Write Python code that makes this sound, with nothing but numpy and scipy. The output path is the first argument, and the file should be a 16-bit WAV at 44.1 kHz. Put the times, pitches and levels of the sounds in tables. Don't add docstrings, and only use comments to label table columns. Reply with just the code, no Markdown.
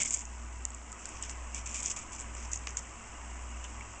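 import sys
import numpy as np
from scipy import signal
from scipy.fft import rfft, irfft, next_fast_len
from scipy.io import wavfile

SR = 44100
rng = np.random.default_rng(int(sys.argv[2]) if len(sys.argv) > 2 else 0)


def wav_out(sig):
    wavfile.write(sys.argv[1], SR, np.round(np.clip(np.atleast_2d(sig).T, -1, 1) * 32767).astype(np.int16))


N = 176400
T = np.arange(N) / SR

# time_s, level_db
FLOW_RIDE = [(0, -54), (.85, -53), (1.1, -50.5), (2.6, -50.5), (4, -50.5)]


def amp(db):
    return 10 ** (np.asarray(db) / 20)


def unit(x):
    return x / np.sqrt(np.mean(x ** 2) + 1e-20)


def add(mix, start_s, sound):
    part = mix[max(round(start_s * SR), 0):][:len(sound)]
    part += sound[:len(part)]


def fader(ride):
    return amp(np.interp(T, *np.transpose(ride)))


def colour(x, eq):
    size = next_fast_len(2 * len(x))
    hz, db = np.transpose(eq)
    gain = amp(np.interp(np.log(np.fft.rfftfreq(size, 1 / SR) + 1), np.log(hz), db))
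    return irfft(rfft(x, size) * gain, size)[:len(x)]


def pops(per_s, spread_db):
    clicks = (rng.random(N) < per_s / SR) * rng.choice([-1., 1.], N)
    return clicks * amp(spread_db * np.minimum(rng.exponential(1, N), 4))


def filter_flow():
    # freq_hz, gain_db
    wash_eq = [(15, 7.5), (30, 4), (70, 1.5), (140, -7), (290, -5), (450, -9.5), (700, -5), (830, -8),
               (1000, -4.5), (1280, -7), (1600, -10), (2200, -9.5), (2900, -11.5), (3300, -18.5),
               (4050, -35.5), (9000, -64)]
    # freq_hz, gain_db
    fizz_eq = [(1000, -29.5), (4250, -27), (5100, -12.5), (6300, -5), (7400, -0.5), (8000, -3),
               (8600, -18.5), (9200, -48.5)]
    # time_s, level_db
    fizz_ride = [(0, -55), (.85, -56), (1.1, -54), (2.6, -54), (4, -53.5)]
    # pitch_hz, width_hz, level_db
    resonances = [(101.6, 2.4, -62), (230.5, 6.9, -62.5), (308, 11, -69), (374.4, 11, -71.5),
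                  (687.5, 14, -71), (978, 13, -66.5), (1138, 10, -71), (1260, 12, -72)]
    trickle = unit(pops(per_s=1200, spread_db=5))
    wash = unit(colour(0.5 * trickle + rng.standard_normal(N), wash_eq))
    fizz = unit(colour(pops(per_s=9000, spread_db=3.5), fizz_eq))
    out = wash * fader(FLOW_RIDE) + fizz * fader(fizz_ride)
    freq_hz = np.fft.rfftfreq(N, 1 / SR)
    for pitch_hz, width_hz, level_db in resonances:
        peak = 1 / (1 + ((freq_hz - pitch_hz) / width_hz) ** 2)
        out += amp(level_db) * unit(irfft(rfft(rng.standard_normal(N)) * peak, N))
    return out


def outlet_bubbles():
    # pitch_hz, average_db
    sizes = [(900, -64), (1050, -62), (1250, -63.5), (1550, -66.5), (2000, -67), (2400, -68.5), (2850, -66)]
    out, t = np.zeros(N), T[:SR // 16]
    attack_s, decay_s, pitch_spread = 0.002, 0.012, 0.0827
    envelope = np.minimum(t / attack_s, 1) * np.exp(-t / decay_s)
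    for pitch_hz, average_db in sizes:
        group = np.zeros(N)
        for detune in pitch_spread * rng.uniform(-0.994, 1, size=4):
            ring = envelope * np.sin(2 * np.pi * pitch_hz * (1 + detune) * t)
            group += signal.oaconvolve(pops(per_s=12, spread_db=1.5), ring)[:N]
        out += amp(average_db) * unit(group)
    return out * unit(fader(FLOW_RIDE))


def ticking():
    # freq_hz, gain_db
    tick_eq = [(300, -3.5), (3000, 4.5), (5500, -5), (9000, -20)]
    gap_s, jitter_s, click_db, spread_db = 0.016, 0.0012, -39, 4
    clicks = np.zeros(N)
    for k, (late, strength) in enumerate(rng.standard_normal(size=(280, 2))):
        add(clicks, k * gap_s + jitter_s * late, amp([click_db + spread_db * strength]))
    return colour(clicks, tick_eq)


def pumps():
    mains_hz, beat_hz, crest_s = 60, 1.0, 1.51
    t = T - crest_s
    first = amp(-44) * np.cos(2 * np.pi * mains_hz * t)
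    second = amp(-48) * np.cos(2 * np.pi * (mains_hz + beat_hz) * t)
    return first + second


def splashes():
    # start_s, length_s, spray_db, bubbles_vs_spray_db, bubble_pitch_hz
    strokes = [(0, .022, -31.5, -5, 2240), (0.048, 0.018, -35.5, -9.5, 2180),
               (0.071, 0.018, -41.5, -20, 2400), (0.106, 0.046, -37, -14, 2220),
               (0.155, 0.068, -48.5, -7.5, 2200), (.99, 0.19, -55.5, -8.5, 2530),
               (1.222, 0.032, -46, -5, 2820), (1.299, .01, -43.5, -17, 2600),
               (1.542, 0.044, -43.5, -6, 2400), (1.658, 0.015, -39, -10.5, 2450),
               (1.69, 0.059, -46, -8.5, 2510), (1.743, 0.061, -39.5, -9.5, 2410),
               (1.824, 0.062, -39.5, -9, 2380), (1.899, 0.019, -36, -11, 2460),
               (1.962, 0.0064, -38, -8.5, 2480), (1.987, 0.038, -49, -7, 2370),
               (2.118, 0.045, -46.5, -10.5, 2400), (2.183, 0.035, -47.5, -7.5, 2340),
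               (2.361, 0.091, -53.5, -7, 2420), (2.515, 0.0059, -40.5, -21, 2380),
               (2.537, .004, -39.5, -10, 2720), (2.774, 0.011, -39.5, -14, 2460),
               (3.639, 0.0085, -51, 3, 2870)]
    # freq_hz, gain_db
    spray_eq = [(300, -40), (1800, -35), (3300, -25.5), (4200, -27), (5200, -10.5), (6300, -3), (7200, 2),
                (8000, -3), (8600, -18.5), (9200, -36)]
    # freq_hz, gain_db
    gurgle_eq = [(300, -4.5), (1700, -13.5), (2300, -1.5), (2850, -0.5), (3400, -0.5), (4100, -20),
                 (6000, -14.5)]
    attack_s, release_s, ring_width_hz, ring_db = 0.0015, 0.011, 210, -2.5
    out, t = np.zeros(N), T[:SR // 3]
    spray = unit(colour(pops(per_s=2200, spread_db=3), spray_eq))
    churn = pops(per_s=2000, spread_db=2.5)
    gurgle = unit(colour(churn, gurgle_eq))
    for start_s, length_s, spray_db, bubbles_vs_spray_db, pitch_hz in strokes:
        span = (round(start_s * SR) + np.arange(len(t))) % N
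        envelope = np.minimum(t / attack_s, 1) * np.exp(-np.maximum(t - length_s, 0) / release_s)
        resonator = signal.iirpeak(pitch_hz, pitch_hz / ring_width_hz, SR)
        ring = unit(signal.lfilter(*resonator, churn[span]))
        bubbles = amp(bubbles_vs_spray_db) * unit(gurgle[span] + amp(ring_db) * ring)
        add(out, start_s, amp(spray_db) * envelope * (spray[span] + bubbles))
    return out


def plops():
    # start_s, pitch_hz, level_db, decay_s
    bubbles = [(.007, 2140, -46.5, 0.021), (2.6726, 2390, -29, 0.0022), (3.641, 3040, -44, 0.0027),
               (3.809, 2180, -36.5, 0.0048)]
    attack_s, rise_per_s = 0.00022, 15
    out, t = np.zeros(N), T[:SR // 20]
    for start_s, pitch_hz, level_db, decay_s in bubbles:
        ring = np.sin(2 * np.pi * pitch_hz * (t + 0.5 * rise_per_s * t ** 2))
        envelope = np.minimum(t / attack_s, 1) * np.exp(-t / decay_s)
        add(out, start_s, amp(level_db) * envelope * ring)
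    return out


def droplets():
    # time_s, level_db, pitch_hz, echo_gain (0-1)
    landings = [(0.0186, -18, 7200, .2), (0.019, -36, 7200, .3), (.0237, -37, 7000, .1),
                (0.0338, -15.5, 7330, .1), (.0586, -20.5, 7530, .7), (.1, -25, 7400, .1),
                (.1076, -17.5, 7170, .1), (.1087, -18.5, 7200, .1), (0.1342, -20, 7360, .1),
                (.1411, -14, 7200, .1), (0.145, -15, 7160, .1), (.1462, -19, 7230, .1),
                (.1491, -19, 7200, .1), (.1728, -23, 7200, .1), (.193, -25, 6940, .1),
                (0.2078, -26, 7060, .1), (0.2178, -31, 7000, .2), (0.254, -29, 6770, .3),
                (0.6527, -15, 7140, .05), (.705, -32, 7400, .4), (0.7477, -28.5, 7350, .3),
                (.9198, -29.5, 7360, .3), (0.928, -30.5, 7360, .2), (1.0566, -24.5, 7400, .15),
                (1.0906, -30, 7360, .2), (1.2262, -21.5, 7400, .4), (1.2367, -30, 6000, .2),
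                (1.2965, -25.5, 7330, .2), (1.547, -21, 7040, .4), (1.561, -31.5, 7000, .3),
                (1.5793, -32, 6900, .2), (1.7135, -30, 6900, .4), (1.8311, -22.5, 7400, .2),
                (1.8601, -16, 6550, .55), (1.9046, -26, 6850, .6), (1.915, -24, 6900, .8),
                (2.1942, -31, 6760, .1), (2.2003, -27.5, 7250, .6), (2.2083, -26.5, 7220, .6),
                (2.351, -29.5, 7400, .1), (2.5332, -17.5, 6760, .9), (2.5591, -24, 6700, .85),
                (2.574, -29, 6700, .9), (2.6735, -27, 6800, 0.1), (2.6918, -32, 6550, .9),
                (2.7073, -32.5, 6840, .2), (2.7707, -18, 6870, .95), (2.7913, -30.5, 6600, .8),
                (3.643, -30, 6500, .3)]
    # freq_hz, gain_db
    snap_eq = [(100, -20.5), (1500, -11.5), (2800, -3.5), (4150, -15), (5200, 2), (7000, -1), (8200, 4.5),
               (9200, -21)]
    width_s, echo_delay_s = 0.00025, 0.00182
    out, t = np.zeros(N), np.arange(-SR // 200, SR // 200) / SR
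    snap = colour(1. * (t == 0), snap_eq)
    envelope = np.exp(-0.5 * (t / width_s) ** 2)
    for time_s, level_db, pitch_hz, echo_gain in landings:
        tick = amp(level_db) * (envelope * np.sin(2 * np.pi * pitch_hz * t) + snap)
        add(out, time_s + t[0], tick)
        add(out, time_s + t[0] + echo_delay_s, echo_gain * tick)
    return out


def smacks():
    # start_s, crack_db, body_db
    hits = [(0.6541, -18, -46.5), (0.928, -26.5, -58), (1.0562, -15.5, -48), (1.2373, -19.5, -42),
            (1.2962, -14.5, -47), (2.5335, -23, -42.5), (2.6717, -8, -31), (2.7707, -21, -43)]
    # freq_hz, gain_db
    crack_eq = [(100, -10), (600, -8), (2600, -1.5), (4100, -5), (5200, 3), (7500, -4), (8300, -10),
                (9000, -42)]
    # freq_hz, gain_db
    body_eq = [(100, -24), (500, -4), (1200, -4), (1900, 2), (2600, -3.5), (3200, -5), (3900, -22),
               (7000, -25), (9200, -62.5)]
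    body_decay_s = 0.0023
    cracks, bodies, t = np.zeros(N), np.zeros(N), T[:SR // 40]
    for start_s, crack_db, body_db in hits:
        add(cracks, start_s, amp([crack_db]))
        hollow = unit(colour(rng.standard_normal(len(t)), body_eq))
        add(bodies, start_s, amp(body_db) * np.exp(-t / body_decay_s) * hollow)
    return colour(cracks, crack_eq) + bodies


def laps():
    # start_s, length_s, level_db
    waves = [(1.037, 0.17, -53.5), (1.222, 0.12, -55), (1.536, 0.084, -51.5), (2.359, 0.11, -53.5),
             (2.67, 0.052, -48), (3.638, 0.021, -47)]
    # freq_hz, gain_db
    lap_eq = [(500, -27), (1900, -6), (2600, -1), (3300, -7.5), (4100, -24), (5200, -4), (6100, 3.5),
              (7000, -5), (9000, -26)]
    fade_s = 0.014
    envelope = np.zeros(N)
    for start_s, length_s, level_db in waves:
        fade_in = np.clip((T - start_s) / fade_s, 0, 1)
        fade_out = np.clip((start_s + length_s - T) / fade_s, 0, 1)
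        envelope += amp(level_db) * fade_in * fade_out
    return envelope * unit(colour(pops(per_s=1200, spread_db=5), lap_eq))


def room(x):
    wet_db, t60_s, predelay_s, echoes_per_s = -18.5, 0.29, 0.009, 3000
    t = T[:SR // 2]
    echoes = rng.standard_normal(len(t)) * (rng.random(len(t)) < echoes_per_s / SR)
    tail = echoes * (t > predelay_s) * amp(-60 * t / t60_s)
    return amp(wet_db) * signal.fftconvolve(x, tail / np.linalg.norm(tail))[:N]


def scene():
    water = droplets() + splashes() + laps() + plops() + smacks()
    return (water + room(water) + filter_flow() + outlet_bubbles() + ticking() + pumps())[None]


def record(dry):
    cutoff_hz = 8950
    high_cut = signal.firwin(401, cutoff_hz, window=("kaiser", 8), fs=SR)
    return signal.oaconvolve(dry, high_cut[None], "same")


dry = scene()
out = record(dry)
wav_out(out)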